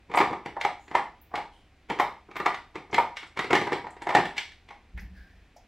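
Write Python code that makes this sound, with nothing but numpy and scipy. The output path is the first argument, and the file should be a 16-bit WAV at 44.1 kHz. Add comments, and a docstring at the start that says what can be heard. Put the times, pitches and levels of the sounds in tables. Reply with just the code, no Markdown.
"""Dog chewing a plastic bottle

A dog on a hard floor chews a small bottle close to a phone. Each bite buckles the plastic in a run
of cracks that knock the jaw and ring the hollow. Lips and tongue smack wetly and the muzzle rubs.
A bare, faintly humming room answers each crack; near the end the dog shifts with a low rumble."""
import sys
import numpy as np
from scipy import signal
from scipy.fft import rfft, irfft, next_fast_len
from scipy.io import wavfile
from scipy.ndimage import uniform_filter1d

SR = 44100
rng = np.random.default_rng(int(sys.argv[2]) if len(sys.argv) > 2 else 0)


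def wav_out(sig):
    """Save sig, one row per channel (or a flat mono array), as 16-bit PCM at SR to the path in sys.argv[1]."""
    wavfile.write(sys.argv[1], SR, np.round(np.clip(np.atleast_2d(sig).T, -1, 1) * 32767).astype(np.int16))


N = 250311
T = np.arange(2048) / SR  # time and frequency axes of one short sound
HZ = np.fft.rfftfreq(len(T), 1 / SR) + 1
TAPER = np.cos(np.pi / 2 * (T / T[-1]) ** 4) ** 2
LEAD = 640  # samples of crackle before the wall gives way
MIDDLING_DB = -28.5  # strength of a middling crack


def amp(db):
    """Decibels to gain."""
    return 10 ** (np.asarray(db) / 20)


def unit(x):
    """Scale to rms 1."""
    return x / np.sqrt(np.mean(x ** 2) + 1e-20)


def pulse(x):
    """Scale to energy 1."""
    return x / np.sqrt(np.sum(x ** 2) + 1e-20)


def fade(t, t60):
    """A decay of 60 dB in t60 seconds."""
    return np.exp(-np.log(1000) * t / t60)


def along(points, hz):
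    """Read a curve of (freq_hz, value) points on a log frequency axis."""
    freqs, values = np.transpose(points)
    return np.interp(np.log(hz + 1), np.log(freqs), values)


def filtered(x, response):
    """Shape x with a gain that depends on frequency."""
    n = x.shape[-1]
    padded = next_fast_len(n + SR // 5)
    return irfft(rfft(x, padded) * response(np.fft.rfftfreq(padded, 1 / SR)), padded)[..., :n]


def add(track, start_s, sound):
    """Mix a sound into the track, channel by channel."""
    part = track[:, max(round(start_s * SR), 0):][:, :sound.shape[1]]
    part += sound[:, :part.shape[1]]


def click(gain):
    """The tightest causal pulse with the given gain at each frequency."""
    cepstrum = irfft(np.log(gain + 1e-9))
    cepstrum[1:len(T) // 2] *= 2
    cepstrum[len(T) // 2 + 1:] = 0
    return irfft(np.exp(rfft(cepstrum))) * TAPER


def through(force, body):
    """A resonant body's answer to a force."""
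    return signal.fftconvolve(force, body)[:len(T)] * TAPER


def spread(mid, side, left_lag_s=1e-5):
    """Left and right at two close microphone ports: near mono in the bass, wider in the treble."""
    # stereo width: freq_hz, side_gain_db
    width = [(200, -44), (500, -32), (1000, -23), (2000, -18), (4000, -10), (8000, -4), (14000, -6)]
    side = filtered(side, lambda hz: amp(along(width, hz)))
    half_lag = lambda hz: np.exp(np.outer([-1, 1], 1j * np.pi * hz * left_lag_s))
    return filtered(mid, half_lag) + np.array([side, -side])


def room_tone(level_db=-59):
    """The quiet, steady hum and hiss of the room."""
    # colour of the air: freq_hz, level_db
    colour = [(12, -71), (20, 4), (68, 6), (150, -8), (277, -6.5), (410, -11.5), (459, -12.5), (624, -14),
              (780, -11), (849, -17), (1330, -18.5), (2460, -15), (2820, -20), (3250, -21.5),
              (16000, -49.5)]
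    mid, side = filtered(rng.standard_normal((2, N)), lambda hz: amp(along(colour, hz)))
    return amp(level_db) * unit(spread(mid, side))


def crumple(crackle_db, ease_s=0.0094, slips=2.78, run_s=0.014, creep_s=0.006, spiky=0.39):
    """The force of one crack: fine crackle builds, the wall snaps, and slips follow along the crease."""
    t = T - LEAD / SR
    grains = rng.standard_normal(len(T)) * np.exp(spiky * rng.standard_normal(len(T)))
    crackle = pulse(grains * (t < 0) * np.exp(-np.abs(t) / creep_s))
    snap = slips * pulse(grains * (t >= 0) * np.exp(-np.abs(t) / ease_s - (t / run_s) ** 4))
    snap[LEAD] += 1
    # flatten the snap so that it drives the whole spectrum about equally
    power = np.abs(uniform_filter1d(np.abs(rfft(snap)) ** 2, 25))
    flat_snap = pulse(through(snap, click(1 / np.sqrt(power))))
    return amp(crackle_db) * crackle + flat_snap


def ring(modes, pitch=1):
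    """Gain of resonant peaks standing on a blur of heavily damped modes."""
    peaks = [amp(db) ** 2 / (1 + (q * (HZ / (pitch * f) - pitch * f / HZ)) ** 2) for f, q, db in modes]
    return np.sqrt(1 + sum(peaks))


def facets(depth_db=4.0, blur_hz=15000):
    """Stiff facets beside a crease recolour each crack's treble; at the very top their modes blur."""
    ripple = unit(uniform_filter1d(rng.standard_normal(len(HZ)), 7))
    return amp(depth_db * ripple * HZ / (HZ + 1500) / (1 + (HZ / blur_hz) ** 2))


def crack_colours(start_s, strength_db, sharp_db, knock_db, bass_hz=170, soft_hz=5520, jaw_hz=45.1):
    """Power spectra of jaw plus bottle, and of the tooth; sharper cracks clack, snap and tick more."""
    # each hold of the jaw dents and retunes the bottle: start_s, hollow_pitch_hz, wall_pitch_hz
    grips = [(0, 927, 2124), (0.42, 820, 2080), (0.83, 846, 2020), (1.25, 797, 2160), (1.8, 920, 2050),
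             (2.22, 1230, 2125), (2.68, 896, 2160), (3.1, 1200, 2150), (3.52, 873, 2000),
             (3.645, 837, 1966), (4.13, 756, 1814), (4.31, 873, 2220), (4.85, 837, 1890), (5.4, 710, 2180)]
    # modes of the hollow and of the dented wall: pitch_ratio, q, level_db
    hollow_modes = [(.82, 1.3, 1.5), (1, 6, 8.5), (1.17, 6.2, 5.5)]
    wall_modes = [(1, 7.4, 15.4), (1.13, 7.6, 1.6)]
    # modes of neck, cap and base, the same for every grip: pitch_hz, q, level_db
    stiff_modes = [(316, 5.2, 4), (390.5, 12, 6.5), (487, 34, 0.5), (731, 48, 6.5), (813, 25, 4),
                   (953, 53, 6.5), (1210, 46, 4), (1806, 8.7, 11.5), (2190, 39, 0)]
    # colours of the five layers of a crack: freq_hz, level_db
    jaw_knock = [(30, -32.5), (90, -11.5), (160, -6.5), (260, -7), (370, -3.5), (480, -4.5), (700, -29.5),
                 (2000, -73.5)]
    hollow_body = [(250, -39), (500, -3.5), (850, 1), (1250, -2.5), (1600, -13), (4000, -73.5)]
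    wall_clack = [(800, -33), (1400, 3), (1850, -5.5), (2300, 2), (2700, -5), (4500, -53)]
    crease_snap = [(1700, -52), (2700, 6.5), (3500, 4.5), (5000, -4.5), (6500, -9), (10000, -52)]
    tooth_tick = [(4000, -61), (6800, 5), (7800, 2.5), (9000, -4.5), (12000, -11), (15500, -15.5)]

    _, hollow_hz, wall_hz = grips[sum(grip_s <= start_s for grip_s, _, _ in grips[1:])]
    wall_hz = wall_hz * np.exp(0.035 * rng.standard_normal())  # varies from tooth to tooth
    layers = (jaw_knock, hollow_body, wall_clack, crease_snap, tooth_tick)
    colours = amp([along(layer, HZ) for layer in layers])
    jaw, hollow, wall, crease, tooth = facets() * ring(stiff_modes) * colours
    # a small bottle radiates little bass, and its plastic little top
    radiated = 1 / np.sqrt((1 + (bass_hz / HZ) ** 4) * (1 + (HZ / soft_hz) ** 4))
    force_db = strength_db - MIDDLING_DB
    low_cut_hz = jaw_hz * amp(0.37 * force_db)  # a jaw clenched harder is stiffer
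    clenched = 1 / np.sqrt(1 + (low_cut_hz / HZ) ** 4)

    power = lambda db, layer: (amp(strength_db + db) * unit(layer)) ** 2
    knock = power(knock_db, clenched * jaw)
    body = power(0, radiated * hollow * ring(hollow_modes, hollow_hz))
    clack = power(-7 + 0.76 * sharp_db, radiated * wall * ring(wall_modes, wall_hz))
    snap = power(-17 + 1.053 * sharp_db, crease)
    tick = power(-32 + 1.04 * sharp_db + 0.07 * force_db, tooth)  # hard bites tick out of proportion
    return knock + body + clack + snap, tick  # independent layers add in power


def bites(gain_db=27.5, body_reverb_db=-2.0, tick_reverb_db=-1.5):
    """Teeth buckle the bottle in runs of cracks, each with a ringing body, a tick and a room tail."""
    # cracks, bite by bite: start_s, strength_db, sharpness_db, knock_db (relative to strength)
    cracks = [(0.099, -47.5, -1.5, 5), (0.116, -40.5, 3, -4.5), (0.139, -29, 0, -24.5),
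              (0.147, -24.5, -4.5, -11), (0.174, -18.5, 0.5, -15), (0.186, -21, 0.5, -31.5),
              (0.203, -23.5, 2, -2), (0.213, -20, -2, -12), (0.229, -32.5, -1.5, -1),
              (0.31, -36.5, -2, 3.5), (0.33, -31, -3.5, -9.5), (0.46, -36.5, 5.5, -0.5),
              (0.567, -29.5, -15.5, -15.5), (0.613, -35, 14, -38), (0.641, -51.5, 20.5, -9),
              (0.65, -21.5, 0, -15.5), (0.881, -55.5, 12.5, -0.5), (0.914, -39.5, 0.5, -3),
              (0.952, -18.5, -1.5, -14.5), (1.315, -50, -15, -15), (1.34, -27.5, -14, -12.5),
              (1.356, -40, 15.5, -16), (1.378, -30, -7.5, -12.5), (1.9, -33, 8.5, 1),
              (1.91, -31.5, -19.5, -4.5), (1.989, -34, 3.5, -20), (1.999, -18, -1.5, -13.5),
              (2.29, -54, -14, 4.5), (2.313, -48.5, 5, -6), (2.357, -39.5, 4, -7), (2.366, -37, 8.5, -10),
              (2.401, -31, 2.5, -4), (2.461, -19.5, 1, -14), (2.545, -41, 12.5, -50), (2.756, -37.5, 5, -1),
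              (2.9, -52, -3.5, -2), (2.93, -35, 4, 5), (2.944, -31, 15, -6), (2.982, -16.5, -6, -16.5),
              (3.17, -45.5, 21, -22), (3.23, -47.5, 11.5, -5.5), (3.373, -36, 8.5, -4.5),
              (3.392, -29, 10, -4.5), (3.444, -39.5, 10.5, 2.5), (3.507, -25.5, 3, -1),
              (3.531, -20, 6, -1.5), (3.552, -22.5, 8.5, -11.5), (3.615, -33, 7.5, 4.5),
              (3.671, -29, -1, -7.5), (3.721, -27.5, 0, -1), (3.73, -32, 9.5, -1.5),
              (3.763, -41.5, -20, -3.5), (3.844, -40, -9.5, -3.5), (3.868, -38, -3, -23.5),
              (3.967, -50.5, 4, -1.5), (4.02, -40, 6, -4), (4.07, -27.5, -3.5, -11),
              (4.091, -26.5, 1.5, -12), (4.105, -26.5, -1.5, -12), (4.15, -15.5, 4, -8.5),
              (4.168, -22, -0.5, -13.5), (4.185, -26, -1, -0.5), (4.255, -39.5, 13.5, -0.5),
              (4.367, -48, 18, -17), (4.38, -41.5, 25, -12.5), (4.519, -70, 29.5, -7),
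              (4.689, -55.5, 14, -5), (4.708, -43.5, 1, -17), (4.977, -55, 12, -2.5)]
    out = np.zeros((2, N))  # mid, side
    for start_s, strength_db, sharp_db, knock_db in cracks:
        powers = crack_colours(start_s, strength_db, sharp_db, knock_db)
        body, tick = (amp(gain_db) * click(np.sqrt(power)) for power in powers)
        crackle_db = -12.5 - 0.12 * (strength_db - MIDDLING_DB)  # harder bites break more cleanly
        buckle = through(crumple(crackle_db), body)
        contact = through(crumple(crackle_db, ease_s=0.004, slips=2.0), tick)  # the tooth stops sooner
        add(out[:1], start_s - LEAD / SR, (buckle + contact)[None])
        add(out, start_s, room_tail(amp(body_reverb_db) * body + amp(tick_reverb_db) * tick))
    return spread(*out)


def room_tail(sound, build_s=0.0096):
    """The bare room's diffuse answer, as mid and side: it builds up, then lingers longest in the bass."""
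    # reverb time: freq_hz, t60_s
    decay = [(100, 0.49), (300, 0.3), (900, 0.33), (2200, 0.32), (5000, 0.37), (8000, 0.31), (15000, 0.26)]
    hz, t = np.fft.rfftfreq(256, 1 / SR), np.arange(160) * 128 / SR
    shape = (2, len(hz), len(t))
    noise = rng.standard_normal(shape) + 1j * rng.standard_normal(shape)
    tail = signal.istft(noise * fade(t, along(decay, hz)[:, None]), SR, nperseg=256)[1]
    tail *= 1 - np.exp(-(np.arange(tail.shape[1]) / SR / build_s) ** 2)
    mid, side = signal.fftconvolve(tail, sound[None], axes=1)
    return np.linalg.norm(sound) * np.array([pulse(mid), pulse(side)])


def smacks(gain_db=9, decay_s=0.097, band_ratio=1.27, reverb_db=-4):
    """Films of saliva break on lips and tongue in short, pitched fizzes."""
    # wet smacks and pops: start_s, level_db, pitch_hz
    pops = [(0.156, -27, 8000), (0.17, -32, 12300), (1.2152, -37, 15300), (1.999, -34.5, 12540),
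            (2.366, -39, 12900), (2.912, -41.5, 5530), (2.982, -40, 13100), (3.2684, -48, 7600),
            (3.905, -43, 7670), (4.02, -38.5, 7690), (4.976, -24.5, 1920), (4.9938, -40.5, 5100),
            (5.004, -46.5, 12900), (5.562, -32, 709), (5.5673, -44.5, 5560)]
    out = np.zeros((2, N))  # mid, side
    for start_s, db, hz in pops:
        colour = [(hz / 2, -35), (hz / band_ratio, -10), (hz, 0), (hz * band_ratio, -10), (hz * 2, -40)]
        film = amp(db + gain_db) * pulse(click(amp(along(colour, HZ))))
        fizz = pulse(rng.standard_normal(len(T)) * fade(T, decay_s))
        add(out[:1], start_s, through(fizz, film)[None])
        add(out, start_s, amp(reverb_db) * room_tail(film))
    return spread(*out)


def muzzle_rubs(attack_s=0.04, release_s=0.194):
    """The muzzle slides over the plastic with a faint, pitched hiss."""
    # strokes along the bottle: start_s, length_s, level_db, pitch_hz
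    strokes = [(0.776, 0.28, -71.5, 6860), (1.506, 0.2, -64, 3070), (5.134, 0.22, -55.5, 1615),
               (5.269, 0.29, -66, 1760)]
    # colour of the friction: pitch_ratio, level_db
    friction = [(0.6, -37), (0.87, -10.5), (1, 6.5), (1.15, -5.5), (1.6, -18.5), (3.1, -18.5), (4.2, -35),
                (9, -34)]
    out = np.zeros((2, N))  # mid, side
    t = np.arange(SR // 2) / SR
    for start_s, length_s, level_db, pitch_hz in strokes:
        colour = [(ratio * pitch_hz, db) for ratio, db in friction]
        hiss = unit(filtered(rng.standard_normal((2, len(t))), lambda hz: amp(along(colour, hz))))
        swell = np.clip(np.minimum(t / attack_s, (length_s - t) / release_s), 0, 1)
        add(out, start_s, amp(level_db) * swell * hiss)
    return spread(*out)


def shifting(rise_s=0.012, fall_s=0.096):
    """A low rumble swells and dies with each shove as the dog pins the bottle under a paw."""
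    # shoves of body and paw against the floor: peak_s, level_db
    shoves = [(4.952, -39), (5.034, -37.5), (5.115, -44), (5.31, -53), (5.395, -62)]
    # colour of the rumble: freq_hz, level_db
    colour = [(12, -27.5), (20, -10.5), (59, 10.5), (140, -21), (189, 0), (242, -29), (344, -20),
              (400, -31), (520, -73), (880, -120)]
    t = np.arange(N) / SR
    swells = [amp(db) * np.exp(-np.maximum((s - t) / rise_s, (t - s) / fall_s)) for s, db in shoves]
    rumble = unit(filtered(rng.standard_normal(N), lambda hz: amp(along(colour, hz))))
    return np.max(swells, axis=0) * rumble


def scene():
    """The chewing dog in its room."""
    return bites() + smacks() + muzzle_rubs() + shifting() + room_tone()


def record(dry, ceiling=0.57, top_hz=15800):
    """The phone softly clips the tallest peaks and keeps nothing above its band limit."""
    rounded = dry / (1 + np.abs(dry / ceiling) ** 6) ** (1 / 6)
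    return filtered(rounded, lambda hz: hz < top_hz)


dry = scene()
out = record(dry)
wav_out(out)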